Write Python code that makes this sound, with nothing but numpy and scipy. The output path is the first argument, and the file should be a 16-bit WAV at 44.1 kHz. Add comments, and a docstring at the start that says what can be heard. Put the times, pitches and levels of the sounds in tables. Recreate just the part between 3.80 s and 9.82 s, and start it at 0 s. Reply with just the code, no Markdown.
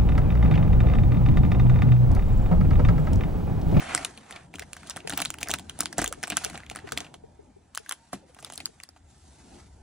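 """A small room with a wooden table by a window: a thin plastic film is peeled from a food tray, crumpled and put aside.
Every crease that buckles snaps (shaped noise bursts), rings a patch of film and pushes the tray (damped resonances).
Finer creases crackle, film and fingers rustle (modulated noise); rips and rubs are short resonant scrapes.
The table knocks (decaying modes), the room answers (decaying noise), traffic rumbles and a far motor whines.
A camera mount clunks; two close microphone ports differ in level and phase."""
import sys
import numpy as np
from scipy import signal
from scipy.fft import rfft, irfft, next_fast_len
from scipy.io import wavfile
from scipy.ndimage import uniform_filter1d, map_coordinates

SR = 44100
rng = np.random.default_rng(int(sys.argv[2]) if len(sys.argv) > 2 else 0)


def store_wav(level_fs):
    """Save 16-bit WAV to argv[1]."""
    pcm = np.round(np.clip(np.atleast_2d(level_fs), -1, 1) * 32767)
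    wavfile.write(sys.argv[1], SR, pcm.T.astype(np.int16))


N = 265482


def amp(db):
    """Level to amplitude ratio: 20 dB is a factor of ten."""
    return 10 ** (np.asarray(db) / 20)


def unit(x):
    """Power normalisation to rms 1."""
    return x / np.sqrt(np.mean(x ** 2) + 1e-20)


def peak_one(rows):
    """Peak normalisation of every row."""
    return rows / np.abs(rows).max(axis=-1, keepdims=True)


def along(points, hz):
    """Interpolation of (frequency, value) points on a logarithmic frequency axis."""
    f, v = np.transpose(points)
    return np.interp(np.log(hz + 1), np.log(f + 1), v)


def curves(rows):
    """Linear interpolation in time: one value per sample for each column after the time."""
    s, *cols = np.transpose(rows)
    return [np.interp(np.arange(N) / SR, s, c) for c in cols]


def wobble(rate):
    """Band-limited random modulation: a smooth curve through rate random knots a second."""
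    knots = rng.standard_normal(int(N * rate / SR) + 4)
    return map_coordinates(knots, [np.arange(N) * rate / SR])


def filtered(x, response):
    """Linear filtering: the spectrum of x times a complex response of frequency."""
    n = x.shape[-1]
    m = next_fast_len(n + 8192)
    return irfft(rfft(x, m) * response(np.fft.rfftfreq(m, 1 / SR)), m)[..., :n]


def causal(spectrum):
    """Minimum phase by the folded cepstrum: a response of this colour that starts only at the blow."""
    def response(hz):
        cepstrum = irfft(np.log(amp(along(spectrum, hz)) + 1e-4))
        cepstrum[1:len(hz) - 1] *= 2
        cepstrum[len(hz):] = 0
        return np.exp(rfft(cepstrum))
    return response


def resonance(hz, centre_hz, width_hz):
    """Damped harmonic oscillator: the response of one mode."""
    return 1j * hz * width_hz / (centre_hz ** 2 - hz ** 2 + 1j * hz * width_hz)


def placed(sounds, s, lead=0):
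    """Superposition: every row is added at its time, lead samples early."""
    at = (np.round(s * SR).astype(int) + np.arange(sounds.shape[-1])).ravel()
    return np.bincount(at, sounds.ravel(), N + SR)[lead:N + lead]


# Snapping creases: t/s, crack peak level/dB, patch ring peak level/dB, patch pitch f/Hz,
# peak level of the push on the tray/dB; all levels before the table's echo
SNAPS = [(0.133, -41, -30.5, 1370, -31), (0.1489, -6, -14, 1410, -24), (0.177, -19, -21, 1880, -34),
         (0.248, -13, -21.5, 2480, -35), (0.376, -35, -31.5, 3070, -40), (0.509, -30, -30, 1800, -40.5),
         (0.525, -51, -30, 3460, -43), (0.5611, -57, -31, 2340, -39.5), (0.7395, -39, -29.5, 2470, -37),
         (0.7567, -27.5, -30.5, 3270, -44), (0.785, -35, -33, 1790, -55), (0.795, -19, -23.5, 2060, -41.5),
         (0.8221, -38, -29, 1960, -36.5), (0.9322, -20, -24.5, 2670, -45), (0.9666, -35, -35, 1530, -43.5),
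         (1.0322, -39, -33.5, 1590, -68), (1.072, -31.5, -43, 3240, -54), (1.0978, -17, -33, 1200, -49),
         (1.1624, -29, -32, 2700, -30.5), (1.1681, -24, -30, 1590, -35), (1.2042, -48, -33, 2950, -46),
         (1.2747, -20.5, -20.5, 2680, -27.5), (1.296, -18.5, -28, 1590, -33.5),
         (1.304, -22, -25, 3940, -51), (1.31, -32, -37.5, 1280, -38), (1.324, -28.5, -27, 1520, -29.5),
         (1.335, -28, -26, 3100, -31.5), (1.376, -21, -33.5, 2950, -33), (1.389, -35, -27, 3070, -29),
         (1.4024, -16.5, -24, 1270, -28), (1.418, -12, -30, 1480, -27), (1.4216, -26, -14, 3100, -32),
         (1.451, -15.5, -21, 3000, -49), (1.457, -26, -17.5, 4560, -42), (1.5037, -14.5, -25.5, 2980, -45),
         (1.541, -28.5, -28.5, 2830, -56), (1.586, -30.5, -30, 3110, -79), (1.6153, -40, -36.5, 1030, -34),
         (1.63, -13, -14.5, 2660, -33.5), (1.641, -44, -32, 3200, -51), (1.658, -48, -42, 1930, -38),
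         (1.673, -46, -27.5, 1520, -36), (1.686, -19, -30, 1690, -54), (1.6943, -28, -24, 1640, -27),
         (1.701, -24, -35.5, 3160, -32), (1.706, -14, -20, 3240, -27.5), (1.714, -9, -23.5, 3180, -39),
         (1.732, -38, -52, 1180, -38), (1.7384, -11, -16, 1390, -24.5), (1.7862, -24, -29.5, 3040, -60),
         (1.7957, -29.5, -36.5, 3220, -37), (1.8963, -21.5, -23, 3230, -52),
         (1.9898, -20.5, -37.5, 3360, -32), (2.006, -7.5, -20.5, 1300, -29), (2.033, -24, -50, 960, -32),
         (2.0574, -15.5, -18, 3480, -46), (2.128, -24, -29, 1770, -40), (2.1823, -9.5, -29.5, 775, -17.5),
         (2.191, -23, -16.5, 1660, -18.5), (2.2172, -15.5, -27, 1440, -20.5),
         (2.243, -11, -13.5, 1650, -28), (2.2604, -20, -20.5, 3430, -45), (2.2773, -14, -41.5, 1670, -40),
         (2.3257, -16.5, -24.5, 1410, -33), (2.4297, -23, -26, 1860, -31), (2.4361, -16, -18.5, 1680, -32),
         (2.44, -44, -19, 2300, -41), (2.473, -25, -37, 1550, -44.5), (2.4794, -22, -38, 1920, -35),
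         (2.5014, -14, -36, 1150, -32), (2.506, -51, -21, 2560, -30), (2.521, -46, -23.5, 1570, -27),
         (2.5695, -4.5, -17.5, 1470, -26), (2.575, -17.5, -19.5, 1500, -31), (2.6195, -36, -55, 960, -52),
         (2.638, -28, -27, 1500, -43), (2.642, -22, -24.5, 3560, -48), (2.6477, -10.5, -26, 1330, -30),
         (2.663, -31, -27, 2350, -34.5), (2.699, -32, -31, 2030, -36.5), (2.732, -37, -37.5, 1160, -50.5),
         (2.745, -42, -39.5, 1710, -32), (2.756, -47, -30, 2730, -47), (2.7763, -28.5, -26, 2330, -40),
         (2.803, -62, -31, 1690, -56), (2.8343, -59, -35.5, 1890, -51), (2.865, -40, -33, 2420, -79),
         (2.899, -25.5, -23, 2840, -51), (2.913, -32, -30, 2420, -33), (2.9507, -34, -36, 1750, -44),
         (2.9596, -21, -26, 1310, -39), (2.968, -36, -31, 1610, -38.5), (2.9888, -42, -33, 1600, -40.5),
         (3.0736, -56, -34.5, 1680, -36.5), (3.09, -58.5, -33, 1630, -67),
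         (3.121, -18.5, -21.5, 1360, -28.5), (3.175, -20.5, -14, 3060, -30),
         (3.2047, -24.5, -23, 3140, -33), (3.2461, -60, -38.5, 2660, -39.5),
         (3.266, -61, -37.5, 2620, -49.5), (3.341, -35.5, -39, 1006, -41), (3.9494, -22, -35, 1156, -61),
         (3.956, -27, -42, 2080, -64), (3.975, -17, -19, 1460, -44), (4.062, -46, -37.5, 1590, -60),
         (4.0934, -19, -31, 1720, -63), (4.1111, -18.5, -21, 1350, -60), (4.123, -16.5, -27.5, 1930, -45.5),
         (4.331, -25.5, -28.5, 1060, -25.5), (4.5466, -38.5, -44, 2330, -70), (4.566, -70, -50, 920, -44.5),
         (4.588, -44, -40, 1220, -46), (4.6265, -34, -43, 2160, -41), (4.6472, -27.5, -34.5, 1300, -58),
         (4.668, -49, -60, 960, -41), (4.7003, -27.5, -32.5, 844, -45.5), (4.7231, -28.5, -41, 1180, -39.5),
         (4.7357, -26.5, -53, 1020, -46), (4.7771, -24.5, -53, 1380, -41), (4.8028, -40, -33, 2270, -38.5),
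         (4.8571, -16.5, -36, 2500, -50), (4.865, -33, -50, 2700, -66), (5.0012, -35, -33.5, 2250, -53.5),
         (5.0354, -29, -38, 1820, -53.5), (5.0897, -40, -52, 1310, -50), (5.163, -67, -46.5, 910, -52.5)]
# Colour of a crack: f/Hz, spectral level/dB
CRACK_SPECTRUM = [(1800, -16.5), (3000, 7), (4600, 1.5), (8700, 3.5), (10500, 1.5), (11300, -3.5),
                  (12500, -16.5), (15300, 5), (16900, -28.5)]
# Tray modes driven by a push: f/Hz, width/Hz, level/dB
TRAY_MODES = [(192, 77, -7), (296.8, 32, -1), (701, 141, -1.5)]
# How far a snap differs between the ports: f/Hz, level under the snap/dB
PORT_DIFFERENCE = [(1200, -35), (2500, -13.5), (4500, -3), (7000, -17), (12000, -14.5)]
# Shiver of a middling snap that pushes as hard as it sounds; its length in dB per dB of push
SHIVER_MS, SHIVER_GROWS = 5.47, 0.38
# dB shorter per dB of loudness over a middling snap
SHARP_GROWS, MIDDLING_DB = 0.078, -25
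# From ASIDE_S the film moves off to the side for one second: total dB more uneven, total dB of the top octave
ASIDE_S, ASIDE_DB, VEIL_DB = 3.75, 13, -11


def snaps():
    """Snap-through buckling: a crease creaks, flips over in one sharp step and shivers; the table top echoes it.
    Gives what both ports share and what differs, since every crease faces its own way."""
    s, crack_db, ring_db, ring_hz, push_db = np.transpose(SNAPS)[..., None]
    loud_db = np.maximum(crack_db, ring_db)
    # heavy, dull creases shiver longer; strong ones are abrupt
    longer_db = SHIVER_GROWS * (push_db - loud_db) - SHARP_GROWS * (loud_db - MIDDLING_DB)
    shiver_ms = SHIVER_MS * amp(longer_db)

    lead = round(.008 * SR)  # room for the creak before the flip
    t = (np.arange(SR // 25) - lead) / SR
    step, shiver = rng.standard_normal((len(s), 2, len(t))).transpose(1, 0, 2)
    step_decay = amp(-60 * np.abs(t) / 0.0061) + 0.87 * amp(-60 * np.abs(t) / 0.0029)
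    step = step * (t >= 0) * step_decay * (1 - np.exp(-np.abs(t) / 0.00012))
    shivers = 1000 * t / shiver_ms  # time in shiver lengths
    creak_rise = 0.53 * amp(47 * shivers)
    shiver_decay = amp(-9 * shivers) + 0.2 * amp(-60 * t / 0.084)
    shiver = shiver * np.where(t < 0, creak_rise, shiver_decay)
    dull = lambda hz: np.where(hz < 11500, 1, amp(-13.5))  # the shiver is weak in the top octave
    flip = step + 0.091 * shiver_ms * filtered(shiver, dull)  # long shivers drown the step

    tight = np.clip((crack_db - ring_db) / 12, -1, 1)  # a tight crease rings little and cracks brighter
    tilt = lambda hz: amp(5.5 * tight * np.log2(np.clip(hz, 3000, 10000) / 6000))
    aside = np.clip(s - ASIDE_S, 0, 1)
    veil_db = VEIL_DB * (aside + 2 * (s < .6))  # the raised sheet also hides the first creases
    veiled = lambda hz: np.where(hz < 11500, 1, amp(veil_db))
    edge_hz = 6500 * np.exp(0.4 * rng.standard_normal((len(s), 4, 1)))  # four bright rings for each crease
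    edge = lambda hz: 1 + 1.2 * resonance(hz, edge_hz, 0.1 * edge_hz).sum(axis=1)
    crack_colour = causal(CRACK_SPECTRUM)
    crack = peak_one(filtered(flip, lambda hz: crack_colour(hz) * tilt(hz) * edge(hz) * veiled(hz)))

    patch = lambda hz: resonance(hz, ring_hz, 0.27 * ring_hz) * resonance(hz, 1500, 4400)
    ring = peak_one(filtered(flip, patch))
    tray = lambda hz: sum((-1) ** k * amp(level_db) * resonance(hz, centre_hz, width_hz)
                          for k, (centre_hz, width_hz, level_db) in enumerate(TRAY_MODES))
    push = peak_one(filtered(flip, tray))
    sound = amp(crack_db) * crack + amp(ring_db) * ring + amp(push_db) * push

    facing = 1j * rng.standard_normal((len(s), 1)) * amp(ASIDE_DB * aside)  # one port hears it earlier
    uneven = filtered(sound, lambda hz: facing * amp(along(PORT_DIFFERENCE, hz)))
    direct = np.array([placed(part, s, lead) for part in (sound, uneven)])
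    table_echo = np.pad(direct, ((0, 0), (round(0.0025 * SR), 0)))[:, :N]
    return direct + amp(-17.0) * table_echo


def scrapes(rows, rough_db):
    """Stochastic excitation of a resonator: lumpy noise swells and sinks through one twice-applied resonance."""
    s, length, db, centre_hz, width = np.transpose(rows)[..., None]
    t = np.arange(-SR // 20, SR // 20) / SR
    noise, lumps = rng.standard_normal((len(s), 2, len(t))).transpose(1, 0, 2)
    lumps = amp(rough_db * unit(uniform_filter1d(lumps, size=40, axis=1)))
    swell = np.cos(np.pi * np.clip(t / length, -.5, .5)) ** 2
    resonator = lambda hz: resonance(hz, centre_hz, width * centre_hz) ** 2
    sound = amp(db) * peak_one(filtered(noise * lumps * swell, resonator))
    return placed(sound, s, SR // 20)


# Creases that roll over raggedly: middle t/s, length/s, peak level/dB, centre f/Hz, width as share of centre
RIPS = [(.1495, 0.0034, -15, 8700, 0.17), (1.075, .05, -46, 3280, 0.33), (1.107, 0.0137, -25, 5800, .5),
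        (1.11, 0.0196, -27.5, 2770, 1.3), (1.3768, 0.0041, -8, 14000, 0.91),
        (1.613, 0.025, -27.5, 6200, 2.3), (4.603, 0.0275, -41, 7500, 0.55), (4.665, 0.064, -41.5, 3000, 2),
        (4.742, 0.0114, -38, 7500, .8), (4.758, 0.0095, -29.5, 7900, 0.43)]


def rips():
    """Progressive buckling: a crease rolls over in a ragged flurry instead of one step."""
    return scrapes(RIPS, rough_db=3.5)


# Small creases from low to high: f/Hz, width/Hz, level/dB
SMALL_CREASES = [(1262, 1300, -9.5), (2992, 1680, -11), (6360, 5500, -12)]


def crackle(film):
    """Stress redistribution: small creases give way shortly before each film sound and longer after it."""
    t = np.arange(-SR // 5, SR // 5 + 1) / SR
    spread = np.where(t < 0, amp(60 * t / 0.025), amp(-60 * t / 0.062))
    power = signal.fftconvolve(film ** 2, spread ** 2 / np.sum(spread ** 2), "same")
    stress = np.sqrt(np.abs(power))
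    centre_hz, width_hz, db = np.transpose(SMALL_CREASES)[..., None]
    shape = (len(SMALL_CREASES), N)
    sizes = amp(2.26 * np.minimum(rng.exponential(1, shape), 2.5))
    gives = (rng.random(shape) < 150 / SR) * sizes  # 150 a second of each kind
    fade = amp(-60 * np.arange(SR // 100) / SR / 0.0078)
    flutter = signal.fftconvolve(gives, fade[None], axes=1)[:, :N] * rng.standard_normal(shape)
    rings = filtered(flutter, lambda hz: resonance(hz, centre_hz, width_hz) ** 2)
    return stress * amp(-2) * sum(amp(level_db) * unit(ring) for level_db, ring in zip(db, rings))


# The tray's rim on the table: middle t/s, length/s, peak level/dB, centre f/Hz, width as share of centre
RUBS = [(2.312, 0.046, -37, 522, 0.29), (4.432, 0.041, -53, 523, 0.28), (4.495, 0.022, -51.5, 510, 0.23)]


def rim_rubs():
    """Friction-driven vibration: the tray's rim rubs on the table."""
    return scrapes(RUBS, rough_db=5.5)


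def grit(per_s, spread_db, share):
    """Clustered shot noise: two noises roughened by tiny creases that come in clumps."""
    chance = per_s / SR * amp(3.8 * wobble(40))
    sizes = (rng.random(N) < chance) * amp(spread_db * np.minimum(rng.exponential(1, N), 4))
    fade = amp(-60 * np.arange(SR // 50) / SR / 0.019)
    swell = signal.fftconvolve(sizes, fade)[:N]
    share = np.clip(share, 0, 1)
    return rng.standard_normal((2, N)) * (1 - share + share * unit(np.abs(swell)))


def patchy(pair, depth_db):
    """Time-frequency modulation: the level of a noise drifts in small patches of time and pitch."""
    z = signal.stft(pair, nperseg=1024)[2]
    field = uniform_filter1d(rng.standard_normal(z.shape[1:]), size=3, axis=0)
    field = uniform_filter1d(field, size=6, axis=1)
    return signal.istft(z * amp(depth_db * unit(field)), nperseg=1024)[1][:, :N]


# Likeness of the ports in a diffuse field: f/Hz, left-right correlation
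PORT_LIKENESS = [(90, 1), (150, 0.99), (290, 0.94), (640, 0.15), (1150, 0.57), (1750, 0.91), (3000, 0.62),
                 (5000, 0.27), (7000, 1), (15000, 1)]


def diffuse(pair, spectrum):
    """Diffuse-field coherence: two noises, coloured, make a shared and an opposed part; shared part at rms 1."""
    def split(hz):
        turn = np.arccos(np.clip(along(PORT_LIKENESS, hz), -1, 1)) / 2
        return amp(along(spectrum, hz)) * [np.cos(turn), np.sin(turn)]
    mid, side = filtered(pair, split)
    return np.array([mid + side, mid - side]) / np.sqrt(np.mean(mid ** 2))


SHAKE_RISE_S, SHAKE_T60_S = 0.03, 0.22  # 60 dB rise before a push, 60 dB fall after it


def shaken(steady_db, shake_db):
    """Energy summation: gain of a layer from its steady level and the tray's shaking around every push."""
    s, *_, push_db = np.transpose(SNAPS)
    t = np.arange(-SR // 2, SR // 2 + 1) / SR
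    swell = np.where(t < 0, amp(60 * t / SHAKE_RISE_S), amp(-60 * t / SHAKE_T60_S))
    pushes = np.bincount(np.round(s * SR).astype(int), amp(push_db + shake_db) ** 2, N)
    shaking = np.abs(signal.fftconvolve(pushes, swell ** 2, "same"))
    return np.sqrt(amp(steady_db) ** 2 + shaking)


# Film and fingers sliding: t/s, steady body level/dB, steady hiss level/dB
SLIDING = [(0, -41, -47), (.12, -36.5, -49), (.2, -43, -48.5), (.3, -55.5, -56), (.43, -60, -64),
           (.56, -47.5, -58), (.7, -74, -73.5), (1.03, -59, -60), (1.09, -57, -54.5), (1.25, -59, -67.5),
           (1.4, -54, -47.5), (1.58, -66, -64), (1.7, -69.5, -64), (1.95, -61.5, -63), (2.4, -62.5, -62.5),
           (2.66, -48.5, -48), (2.85, -59, -68), (3.23, -55, -62.5), (3.38, -75, -74), (3.9, -72.5, -74),
           (4.05, -65.5, -62), (4.45, -71, -72.5), (4.76, -66.5, -59.5), (5.23, -74, -74.5),
           (5.31, -71.5, -64), (5.8, -63, -59.5), (5.89, -73.5, -67.5), (6.02, -72, -69)]
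# Colour of the rustle's body: f/Hz, spectral level/dB
BODY_SPECTRUM = [(400, -15), (580, -6.5), (700, 2), (900, -5), (1420, -3), (2640, -9.5), (3570, -17.5),
                 (4500, -23.5), (9900, -120)]
# Colour of its hiss: f/Hz, spectral level/dB
HISS_SPECTRUM = [(2060, -27), (3500, -11.5), (5930, -8.5), (7350, -7.5), (8510, -8.5), (10100, -11.5),
                 (10900, -11.5), (14200, -53), (22000, -120)]
HISS_TOP_HZ = 11000
SHAKE_BODY_DB, SHAKE_HISS_DB = -27.5, -26.5  # what the shaking adds, relative to the push


def rustle():
    """Friction noise: glue lets go, film and fingers slide in a dense crackle that follows the hands."""
    body_db, hiss_db = curves(SLIDING)
    busy = np.clip((body_db + 82) / 15, 0, 1)  # harder handling is grainier
    pair = grit(per_s=920, spread_db=-0.5, share=0.38 * busy)
    pair = patchy(pair, depth_db=2.5)  # the sheet favours other pitches as it bends
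    body = diffuse(pair, BODY_SPECTRUM)
    hiss = filtered(diffuse(pair, HISS_SPECTRUM), lambda hz: hz < HISS_TOP_HZ)
    return shaken(body_db, SHAKE_BODY_DB) * body + shaken(hiss_db, SHAKE_HISS_DB) * hiss


def knocks(events, modes):
    """Modal synthesis: each knock rings the same few modes, a little differently every time."""
    s, db = np.transpose(events)[..., None]
    t = np.arange(SR // 5) / SR
    vary = rng.standard_normal((len(s), len(modes), 2))
    ring = 0
    for k, (hz, level_db, t60) in enumerate(modes):
        decay = amp(level_db + 1.0 * vary[:, k, :1] - 60 * t / t60)
        ring = ring + decay * np.sin(2 * np.pi * hz * (1 + 0.03 * vary[:, k, 1:]) * t)
    return placed(amp(db) * ring * (1 - np.exp(-t / 0.0047)), s)


# The tray bumps the table top: t/s, level/dB
BUMPS = [(.2, -37.5), (.745, -36), (1.325, -29), (4.333, -29.5), (4.89, -57.5)]
# Table top modes: f/Hz, level/dB, t60/s
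TABLE_MODES = [(61.7, -14.5, 0.12), (192, -3, 0.12), (281, 2, 0.088), (361.5, -8.5, 0.1)]


def table_bumps():
    """Impact excitation of a plate: the tray bumps the table top."""
    return knocks(BUMPS, TABLE_MODES)


# The whole table rocks once: t/s, level/dB
ROCK = [(2.2, -37)]
# Its mode: f/Hz, level/dB, t60/s
ROCKING_MODE = [(50.3, 0, 0.46)]


def table_rock():
    """Rigid-body oscillation: the whole table rocks once."""
    return knocks(ROCK, ROCKING_MODE)


# The camera mount clunks: t/s, level/dB
CLUNKS = [(0.209, -44), (.809, -37.5), (1.247, -32), (2.027, -42), (2.273, -29.5), (2.374, -40),
          (2.528, -39), (2.659, -29.5), (2.91, -35), (2.965, -43), (3.042, -31), (3.125, -29),
          (3.207, -37.5), (3.349, -45), (3.437, -35.5), (3.591, -38.5), (3.763, -43), (3.998, -42.5),
          (4.783, -45), (4.888, -45)]
# Mount modes: f/Hz, level/dB, t60/s
MOUNT_MODES = [(146.7, -17, 0.26), (428, 9, 0.044), (575, -17, 0.025), (782, 3, 0.025)]


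def mount_clunks():
    """Structure-borne sound: the housing rocks, so the right port moves against the left."""
    return knocks(CLUNKS, MOUNT_MODES) * np.array([[1], [-0.79]])


# Decay of the small room: f/Hz, t60/s
ROOM_DECAY = [(150, 0.63), (1000, 0.032), (4000, 0.14), (10500, 0.1), (11500, 0.0093)]


def room(x):
    """Statistical reverberation: noise in which each frequency dies at its own speed."""
    hz, t, z = signal.stft(rng.standard_normal((2, SR // 2)), SR, nperseg=256)
    decay = amp(-60 * t / along(ROOM_DECAY, hz)[:, None])
    tail = signal.istft(z * decay, SR, nperseg=256)[1]
    delayed = np.pad(x, (round(0.0069 * SR), 0))
    return signal.fftconvolve(delayed[None], tail / np.linalg.norm(tail[0]), axes=1)[:, :N]


# Low sound of table and street: t/s, steady boom level/dB, steady rumble level/dB
LOW = [(0.0, -57, -47.5), (0.15, -50, -45), (.24, -53, -50.5), (0.42, -61.5, -55.5), (0.79, -52.5, -56),
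       (1.37, -56, -51.5), (2.06, -52.5, -54.5), (2.13, -82, -45), (2.2, -46, -56), (2.38, -56, -52),
       (3.22, -55.5, -54), (3.32, -71, -53.5), (3.42, -54.5, -55.5), (4.11, -69, -67), (4.45, -63.5, -60),
       (4.71, -62, -56.5), (5.08, -65, -69), (5.22, -59, -67), (5.32, -60, -60.5), (5.55, -60, -61.5),
       (5.78, -55, -53.5), (5.86, -61.5, -58.5), (6.02, -57, -57.5)]
# Colour of the boom: f/Hz, spectral level/dB
BOOM_SPECTRUM = [(25, -17), (50, -6), (78, 5), (115, -11.5), (160, -42.5), (400, -120)]
# Colour of the rumble: f/Hz, spectral level/dB
RUMBLE_SPECTRUM = [(70, -61), (120, 0), (290, -4.5), (450, -12), (560, -13.5), (800, -12.5), (950, -13.5),
                   (1150, -35.5), (2400, -120)]
# A far motor, before its random wobble: t/s, f/Hz, level/dB
WHINE = [(3.7, 760, -95), (3.98, 820, -70), (4.15, 890, -69), (4.28, 935, -69), (4.34, 950, -95)]
SHAKE_BOOM_DB, SHAKE_RUMBLE_DB = -27.5, -20  # what the shaking adds, relative to the push


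def street():
    """Modulated noise and a gliding tone: table and traffic boom and rumble in lumps; a faint whine rises outside."""
    boom_db, rumble_db = curves(LOW)
    hz, db = curves(WHINE)
    phase = 2 * np.pi * np.cumsum(hz + 6 * wobble(40)) / SR
    whine = amp(db + 4.0 * wobble(30)) * np.sin(phase)
    boom = diffuse(rng.standard_normal((2, N)), BOOM_SPECTRUM)
    boom = shaken(boom_db, SHAKE_BOOM_DB) * amp(1.9 * wobble(4.06)) * boom
    rumble = diffuse(patchy(rng.standard_normal((2, N)), depth_db=3.0), RUMBLE_SPECTRUM)
    rumble = shaken(rumble_db, SHAKE_RUMBLE_DB) * amp(1.2 * wobble(17)) * rumble
    return boom + rumble + whine


def scene():
    """Superposition of sources: film, its room, the rustle, the street, the table and the mount."""
    film, uneven = snaps()
    film = film + rips()
    film = film + crackle(film) + rim_rubs()
    near = film + uneven * np.array([[1], [-1]]) + rustle()
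    around = amp(-19.0) * room(film) + street()
    return near + around + table_bumps() + table_rock() + mount_clunks()


# Level difference of the ports: f/Hz, left over right level/dB
PORT_LEAN = [(70, 1), (200, 2.5), (380, 4.5), (700, -5), (1300, -0.5), (4400, 0.7), (15000, -0.5)]
# Phase difference of the ports: f/Hz, lag of the left port/rad
PORT_LAG = [(90, 0), (300, -.45), (600, .55), (1200, -.45), (1600, .05), (2600, .5), (3400, .8), (4200, .5),
            (5000, 1.5), (5700, .9), (8300, 1.6), (9500, 1.4), (11600, 2.3), (16000, 2.45)]
TOP_HZ = 17100  # band limit


def record(dry):
    """Interaural-style level and phase difference by frequency; nothing is kept above the band limit."""
    half = np.array([[1], [-1]]) / 2

    def ports(hz):
        level = amp(half * along(PORT_LEAN, hz))
        return level * np.exp(-1j * half * along(PORT_LAG, hz)) * (hz < TOP_HZ)
    return filtered(dry, ports)


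dry = scene()
out = record(dry)
store_wav(out)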